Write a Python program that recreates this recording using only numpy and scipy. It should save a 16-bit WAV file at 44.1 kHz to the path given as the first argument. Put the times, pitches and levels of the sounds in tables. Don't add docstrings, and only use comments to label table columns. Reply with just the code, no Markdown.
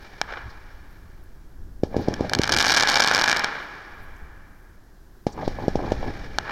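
import sys
import numpy as np
from scipy import signal
from scipy.fft import rfft, irfft, next_fast_len
from scipy.io import wavfile
from scipy.ndimage import uniform_filter1d, minimum_filter1d

SR = 44100
rng = np.random.default_rng(int(sys.argv[2]) if len(sys.argv) > 2 else 0)


def generate_wav(sig):
    pcm = np.round(np.clip(np.atleast_2d(sig).T, -1, 1) * 32767).astype(np.int16)
    wavfile.write(sys.argv[1], SR, pcm)


N = 287091
TIME = np.arange(N) / SR

# start in seconds, relative thump level in dB,
# upper edge of the thump in Hz, relative level of the spit of gas in dB.
LAUNCHES = [(1.834, 3, 564, -34.5), (1.9654, 1, 586, -33.5), (2.0834, 1, 610, -33),
            (2.2080, -0.5, 643, -37), (2.3941, 3, 470, -40), (5.267, 0, 747, -30.5),
            (5.4776, -2.5, 770, -31), (5.6807, 2, 660, -33), (5.7553, -1, 712, -33.5),
            (5.9193, -0.5, 673, -30.5)]
CLOUD_START_S, CLOUD_RISE_S, CLOUD_HOLD_S, CLOUD_FALL_S = 2.49, .1, .57, .25
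STAR_HZ = 3380


def amp(db):
    return 10 ** (np.asarray(db) / 20)


def unit(x):
    return x / np.sqrt(np.mean(x ** 2) + 1e-20)


def curve(points, t=TIME):
    return np.interp(t, *np.transpose(points))


def spectrum(points, hz):
    f, value = np.transpose(points)
    return np.interp(np.log(hz + 1), np.log(f + 1), value)


def add(mix, s, sound):
    part = mix[max(round(s * SR), 0):][:len(sound)]
    part += sound[:len(part)]


def noise(points):
    size = next_fast_len(N)
    gains = amp(spectrum(points, np.fft.rfftfreq(size, 1 / SR)))
    return unit(irfft(rfft(rng.standard_normal(size)) * gains, size)[:N])


def flutter(per_s):
    knots = np.arange(0, TIME[-1] + 1, 1 / per_s)
    return unit(np.interp(TIME, knots, rng.standard_normal(len(knots))))


def air(level_db=-54, drift_db=1.0, flicker_db=.5, split_hz=8500):
    # frequency in Hz, relative level in dB.
    colour = [(30, 20.5), (250, 10), (360, 11.5), (470, 2.5), (700, 3), (1300, -2), (1650, 2), (2000, -7.5),
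              (2500, -13), (5500, -10.5), (9500, -18.5), (11500, -13), (16000, -17)]
    steady = amp(level_db) * noise(colour)
    top = signal.sosfiltfilt(signal.butter(2, split_hz, "high", fs=SR, output="sos"), steady)
    wander = amp(drift_db * flutter(per_s=5) + flicker_db * flutter(per_s=45))
    return steady + top * (wander - 1)


def wind(boost_db=4):
    # time in seconds, relative level in dB.
    strength = [(0.0, -48), (1.52, -45.5), (1.65, -39.5), (2.37, -48), (3.72, -57), (4.08, -44),
                (5.09, -54), (5.28, -48.5), (5.48, -38), (5.86, -35), (6.36, -40.5), (6.51, -53)]
    # frequency in Hz, relative level in dB.
    colour = [(10, 4.5), (25, 4.5), (50, -2), (90, -8.5), (150, -18), (350, -24.5), (600, -41), (2000, -66)]
    # time of the peak in seconds, level in dB, length in seconds.
    gusts = [(0.465, -26, 0.046), (1.048, -35, 0.045), (4.024, -33.5, 0.049), (4.23, -33, 0.036),
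             (5.767, -22, 0.033), (5.998, -24.5, 0.054)]
    rumble = amp(curve(strength) + boost_db) * noise(colour)
    swells = sum(amp(db) * np.exp(-(2 * (TIME - s) / length) ** 2) for s, db, length in gusts)
    gust_noise = noise([(10, 10.5), (30, -30.0), (55, 1.5), (110, -12.0), (400, -36), (2000, -88)])
    return rumble + swells * gust_noise


def tail_level(launch_s, level_db=-44, delay_s=0.051, rise_s=0.1, life_s=1.78,
               climb_db_per_s=14, burnout_db_per_s=48):
    age = np.maximum(TIME - launch_s - delay_s, 0)
    fade_db = climb_db_per_s * age + burnout_db_per_s * np.maximum(age - life_s, 0)
    return np.minimum(age / rise_s, 1) * amp(level_db - fade_db)


def fizz(sputter_db=1.77, earlier_count=5, earlier_from_s=-1.12, earlier_gap_s=0.17):
    # frequency in Hz, relative level in dB.
    colour = [(100, -5), (400, 0), (900, -3), (1250, 0.5), (1800, 7), (3000, -3), (6000, -10.5),
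              (8000, -13.5), (10000, -12), (16000, -18)]
    starts = [earlier_from_s + k * earlier_gap_s for k in range(earlier_count)]
    starts += [s for s, *_ in LAUNCHES]
    level = np.sqrt(sum(tail_level(s) ** 2 for s in starts) + ember_level() ** 2)
    return noise(colour) * level * amp(sputter_db * flutter(per_s=150))


def sizzles(width_octaves=0.49, size=32768):
    # time of the peak in seconds, relative level in dB, length in seconds, centre in Hz.
    swells = [(0.03, -64, .025, 12500), (0.506, -51, 0.024, 4430), (0.92, -65, .03, 12500),
              (1.24, -65, .02, 12000), (2.015, -61, .025, 12500), (2.029, -48, 0.061, 4300),
              (3.63, -67, .03, 12500), (4.035, -62, 0.022, 12500), (4.165, -63, .012, 6500),
              (4.185, -67, .025, 13000), (5.33, -51, .022, 5600), (5.456, -45, 0.034, 4180),
              (5.63, -67, .04, 13000)]
    out, hz = np.zeros(N), np.fft.rfftfreq(size, 1 / SR)
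    t = (np.arange(size) - size // 2) / SR
    for s, db, length, centre in swells:
        band = np.exp(-(np.log2((hz + 1) / centre) / width_octaves) ** 2)
        hiss = unit(irfft(rfft(rng.standard_normal(size)) * band))
        hiss *= np.exp(-(2 * t / length) ** 2)
        add(out, s + t[0], amp(db) * hiss[s + t >= 0])
    return out


def blast(hz, size=512):
    s = 1j * np.fft.rfftfreq(size, 1 / SR) / hz
    return np.roll(irfft(-s / (1 + s) ** 2 * SR / (2 * np.pi * hz)), 2)


def crack(db, hz, rasp_db=-15.0, rasp_s=0.0014, puff_db=-26.5, puff_hz=400, bounce_gain=0.33):
    t = np.arange(512) / SR
    wave = blast(hz)
    ragged = amp(rasp_db) * rng.standard_normal(len(t)) * np.exp(-t / rasp_s)
    tail = np.convolve(wave, ragged)[:len(t)]
    tail = signal.lfilter(*signal.butter(1, 3000, "high", fs=SR), tail)
    sound = wave + tail + amp(puff_db) * blast(puff_hz)
    bounce_s = 0.001576 * rng.uniform(0.788, 0.9)
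    add(sound, bounce_s, bounce_gain * wave)
    return amp(db) * sound


def grille_ring(x, hz, cavity_hz=1620, width_hz=350, ring_db=0.5, db_per_octave=-1.5, spread=0.033):
    centre = cavity_hz * (1 + spread * rng.uniform(-0.88, 1))
    ring = signal.lfilter(*signal.iirpeak(centre, centre / width_hz, fs=SR), x)
    return x + amp(ring_db + db_per_octave * np.log2(STAR_HZ / hz)) * ring


def field_echoes(x, aloft, clean_share, echo_s=0.0028, low_cut_hz=340, clumps_db=0.5):
    # delay in seconds, strength in dB for a launch,
    # strength in dB for a star.
    scatter = [(0, 7, -3), (0.021, 1.5, 5.5), (.05, -8.5, -0.5), (.075, -4, 10.5), (.1, 1.5, 8.5),
               (.125, 0.5, 3.5), (.16, 9.5, 9.5), (.22, -1.5, 2), (.4, -11.5, -5), (.8, -11.5, -13),
               (1.4, -35.5, -21.5), (2.2, -53.5, -57)]
    # delay in seconds, dB for a launch, dB for a star.
    tree_echoes = [(.093, -20, -10), (.109, -2.5, -2.5), (.122, -5.5, -5), (.143, -11, -14),
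                   (.157, -9, -5.5), (.163, -6, -14)]
    # frequency in Hz, gain in dB.
    colour = [(40, 4.5), (150, -2), (400, -3.5), (700, -7), (1150, -1), (1700, 3.5), (3000, -7),
              (4200, -11.5), (5500, -15.5), (9000, -16), (16000, -19)]
    # frequency in Hz, extra dB lost per second.
    loss = [(100, -2.5), (400, -2), (900, 0.5), (1700, 1.5), (3000, 6), (5500, 18), (12000, 40)]
    t = np.arange(int(2.2 * SR)) / SR
    column = 2 if aloft else 1
    echoes = [(row[0], row[column]) for row in tree_echoes]
    land, trees = rng.standard_normal((2, len(t))) / np.sqrt(SR)
    scatter_db = curve([(row[0], row[column]) for row in scatter], t)
    land *= amp(scatter_db + clumps_db * flutter(per_s=150)[:len(t)])
    tail_power = sum(amp(db) ** 2 * (t > delay) * np.exp(-abs(t - delay) / echo_s) / echo_s
                     for delay, db in echoes)
    trees *= np.sqrt((1 - clean_share) * tail_power)
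    for delay, db in echoes:
        add(trees, delay, np.sqrt(clean_share) * amp([db]))
    trees = signal.lfilter(*signal.butter(2, low_cut_hz, "high", fs=SR), trees)
    hz, late_s, bands = signal.stft(land + trees, SR, nperseg=256)
    bands *= amp(spectrum(colour, hz)[:, None] - spectrum(loss, hz)[:, None] * late_s)
    response = signal.istft(bands, SR, nperseg=256)[1]
    return signal.fftconvolve(x, response)[:N]


def launch(db, edge_hz, spit_db, body_hz=270, shudder_db=-29, shudder_s=0.01, thump_db=0.46,
           snap_db=6.5, snap_s=0.0034, hiss_db=-7, hiss_s=0.035, spit_hz=7500, skyward=1.296):
    t = np.arange(4096) / SR
    shudder, gas = rng.standard_normal((2, len(t)))
    push = blast(body_hz, size=4096) + amp(shudder_db) * shudder * np.exp(-t / shudder_s)
    along_ground = signal.sosfilt(signal.butter(5, edge_hz, fs=SR, output="sos"), push)
    to_trees = signal.sosfilt(signal.butter(4, skyward * edge_hz, fs=SR, output="sos"), push)
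    rise = np.minimum(t / 0.00044, 1)
    fall = amp(snap_db) * np.exp(-t / snap_s) + amp(hiss_db) * np.exp(-t / hiss_s)
    spit = signal.lfilter(*signal.butter(1, spit_hz, fs=SR), gas * rise * fall)
    return amp(db + thump_db) * np.array([along_ground, to_trees]) + amp(spit_db) * spit


def sparks(peak_per_s=190, level_db=-9.0, spread_db=3, centre_hz=2900):
    age = TIME - CLOUD_START_S
    thinning = 1 - (age - CLOUD_RISE_S - CLOUD_HOLD_S) / CLOUD_FALL_S
    activity = np.clip(np.minimum(age / CLOUD_RISE_S, thinning), 0, 1)
    fired = rng.random(N) < activity * peak_per_s / SR
    sizes = amp(level_db + spread_db * np.clip(rng.standard_normal(N), -2, 2))
    return signal.oaconvolve(fired * sizes, blast(centre_hz))[:N]


def ember_level(peak_s=3.325, peak_db=-34, swell_db_per_s=24, fade_db_per_s=32):
    fade_db = np.maximum(swell_db_per_s * (peak_s - TIME), fade_db_per_s * (TIME - peak_s))
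    return np.clip((TIME - CLOUD_START_S) / CLOUD_RISE_S, 0, 1) * amp(peak_db - fade_db)


def microphone(x, size=4096, smear_hz=3200, smear_width_hz=250):
    # frequency in Hz, gain in dB.
    colour = [(20, 8), (300, 3.5), (600, 3), (1000, 1.5), (1400, -1), (2000, -6.5), (3000, -3),
              (4500, -0.5), (6200, -5), (7500, -5.5), (9500, -25), (12500, -22.5), (16000, -36.5)]
    # centre in Hz, width in Hz, gain in dB.
    resonances = [(824, 130, 6), (1680, 205, 6.5), (2344, 218, 9.5), (2620, 335, -8), (2890, 86, 2),
                  (5466, 580, 6), (7595, 720, -14), (8300, 500, 5), (11230, 960, 7)]
    hz = abs(np.fft.fftfreq(size, 1 / SR))
    peaks_db = sum(db / (1 + (2 * (hz - centre) / width) ** 2) for centre, width, db in resonances)
    log_gain = np.log(amp(spectrum(colour, hz) + peaks_db))
    response = np.fft.ifft(np.exp(np.conj(signal.hilbert(log_gain)))).real[:size // 2]
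    coloured = signal.oaconvolve(x, response)[:N]
    all_pass = signal.iirpeak(smear_hz, smear_hz / smear_width_hz, fs=SR)[1]
    return signal.lfilter(all_pass[::-1], all_pass, coloured)


def scene(places=3, crack_db=-2, crack_echo_db=-4.5, carry_db_per_octave=1.03,
          launch_echo_db=-2.5, sizzle_db=-2):
    # start in seconds, relative level in dB,
    # centre of the blast wave in Hz (low for a big charge).
    bursts = [(0.2148, 4.5, 1300), (2.1398, 2, 4170), (2.2961, 4, 3790), (2.3347, 13, 2898),
              (2.35, 10.5, 3390), (2.3881, 5, 2700), (2.4169, 6.5, 2690), (2.4285, -10.5, 3500),
              (2.4351, 10, 3200), (2.4417, 2.5, 1710), (2.4545, -6, 2940), (2.4675, -8.5, 3500),
              (2.4762, 6, 2430), (2.4939, 6.5, 1654), (2.4985, 1, 2420), (2.5145, -4.5, 2600),
              (2.5216, 17, 4800), (2.5258, 12.5, 3100), (2.531, -2.5, 3000), (2.5355, 0.5, 1900),
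              (2.539, 9.5, 2300), (2.5464, 7.5, 3500), (2.5649, 13, 3200), (2.573, 11, 3800),
              (2.5865, 16.5, 4800), (2.5903, 4.5, 4200), (2.5981, 8, 3200), (2.6036, 10.5, 2400),
              (2.6106, 12.5, 3200), (2.615, 4.5, 1710), (2.626, 15, 4500), (2.6435, 4, 2200),
              (2.6479, 7, 2000), (2.6532, 1.5, 4800), (2.6585, 9, 3800), (2.6656, 12.5, 4800),
              (2.6693, 4.5, 1410), (2.6775, 2, 1900), (2.6822, 13.5, 4800), (2.69, 12.5, 4840),
              (2.6968, 10, 3000), (2.7034, 9, 3000), (2.7058, 5, 1600), (2.71, 7, 3200), (2.7187, 12, 4400),
              (2.7218, 15.5, 2980), (2.728, 8.5, 4700), (2.7398, 10.5, 3400), (2.7429, -4.5, 2400),
              (2.7463, 10.5, 2710), (2.7494, 6, 2500), (2.7551, -2, 2500), (2.7649, 9, 2700),
              (2.7691, 7.5, 2100), (2.7722, 16, 3800), (2.7742, 3.5, 3000), (2.7764, 11, 2100),
              (2.7807, 6, 2500), (2.7839, 5, 2300), (2.79, -0.5, 1710), (2.7983, 10, 3180),
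              (2.801, 6, 2400), (2.8084, 12, 2330), (2.8117, 1.5, 2613), (2.8243, 5.5, 2500),
              (2.826, 16.5, 4800), (2.8345, 11.5, 1610), (2.8524, -5.5, 1700), (2.8574, -3, 4800),
              (2.8735, 11, 2920), (2.885, 6.5, 4200), (2.8882, 6.5, 1900), (2.8916, 11, 3210),
              (2.8951, 3.5, 1590), (2.8991, 14, 4830), (2.909, 1, 3300), (2.914, 3, 1500),
              (2.9178, 9.5, 4000), (2.9287, 1.5, 2600), (2.9346, 1.5, 2540), (2.9408, 4, 2000),
              (2.9433, 7, 2600), (2.9565, 8.5, 3500), (2.9578, 12.5, 2100), (2.9656, 5.5, 1400),
              (2.9695, 1.5, 1500), (2.9729, 7.5, 1500), (2.9841, 3, 2600), (2.9887, -0.5, 2700),
              (2.9968, 9, 2500), (3.0019, 11.5, 1395), (3.005, 16, 4800), (3.0218, 9, 2100),
              (3.0257, 10, 3160), (3.0292, 2, 2000), (3.031, -2.5, 2200), (3.0383, 8.5, 3500),
              (3.0415, -2.5, 2700), (3.0462, 8, 1600), (3.0613, 2, 2400), (3.0648, -1.5, 2800),
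              (3.075, 14.5, 3200), (3.0822, -8, 1500), (3.0847, 5, 2400), (3.0885, -11, 2000),
              (3.0956, 1, 2100), (3.1005, -4, 2400), (3.1127, 4, 1300), (3.1141, 6, 4700),
              (3.1221, -1.5, 2400), (3.1329, -10, 1500), (3.1363, 6.5, 3400), (3.1399, 5, 3200),
              (3.1465, 0.5, 3800), (3.1482, 18.0, 4820), (3.1595, 7, 3200), (3.1674, 6.5, 2500),
              (3.1788, 7, 2280), (3.1895, 4, 1400), (3.1958, 10, 3470), (3.2038, -2, 3400),
              (3.2133, 9.5, 2300), (3.22, 7.5, 3100), (3.2373, 5.5, 3000), (3.2406, 12.5, 2200),
              (3.2426, 5.5, 2980), (3.2595, 4, 2000), (3.2777, 8, 2180), (3.2824, 8, 2294),
              (3.2901, 6, 2500), (3.297, 8, 1980), (3.3079, 2, 2600), (3.3146, 10, 2700),
              (3.3176, 4.5, 4200), (3.3285, 5.5, 1490), (3.3457, -6, 2900), (3.3643, 3, 1690),
              (3.3701, 9, 4000), (3.3825, -5, 3200), (3.3948, 6, 3270), (3.4395, 0.5, 3600),
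              (3.4443, 6, 1590), (6.3855, 7, 1350)]
    from_ground, from_sky = np.zeros((2, places, N))
    thumps, stars = np.zeros((2, N))
    for k, (s, *shot) in enumerate(LAUNCHES):
        along_ground, to_trees = launch(*shot)
        add(thumps, s, along_ground)
        add(from_ground[k % places], s, amp(launch_echo_db) * to_trees)
    for k, (s, db, hz) in enumerate(bursts):
        add(stars, s, grille_ring(crack(db + crack_db, hz), hz))
        carry_db = carry_db_per_octave * np.log2(STAR_HZ / hz)
        add(from_sky[k % places], s, amp(db + crack_echo_db + carry_db) * blast(hz))
    crackle = sparks()
    from_sky[0] += amp(crack_echo_db) * crackle
    echoes = sum(field_echoes(place, aloft=False, clean_share=0.41) for place in from_ground)
    echoes += sum(field_echoes(place, aloft=True, clean_share=0.27) for place in from_sky)
    fireworks = stars + grille_ring(crackle, STAR_HZ) + thumps + echoes + fizz()
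    return (microphone(fireworks) + amp(sizzle_db) * sizzles() + wind() + air())[None]


def record(dry, ceiling=.85, window_samples=40, top_hz=16050):
    needed_gain = np.minimum(1, ceiling / (abs(dry) + 1e-9))
    smooth_gain = uniform_filter1d(minimum_filter1d(needed_gain, window_samples), window_samples)
    low_pass = signal.firwin(511, top_hz, window=("kaiser", 9), fs=SR)
    return signal.oaconvolve(dry * smooth_gain, low_pass[None], "same")


dry = scene()
out = record(dry)
generate_wav(out)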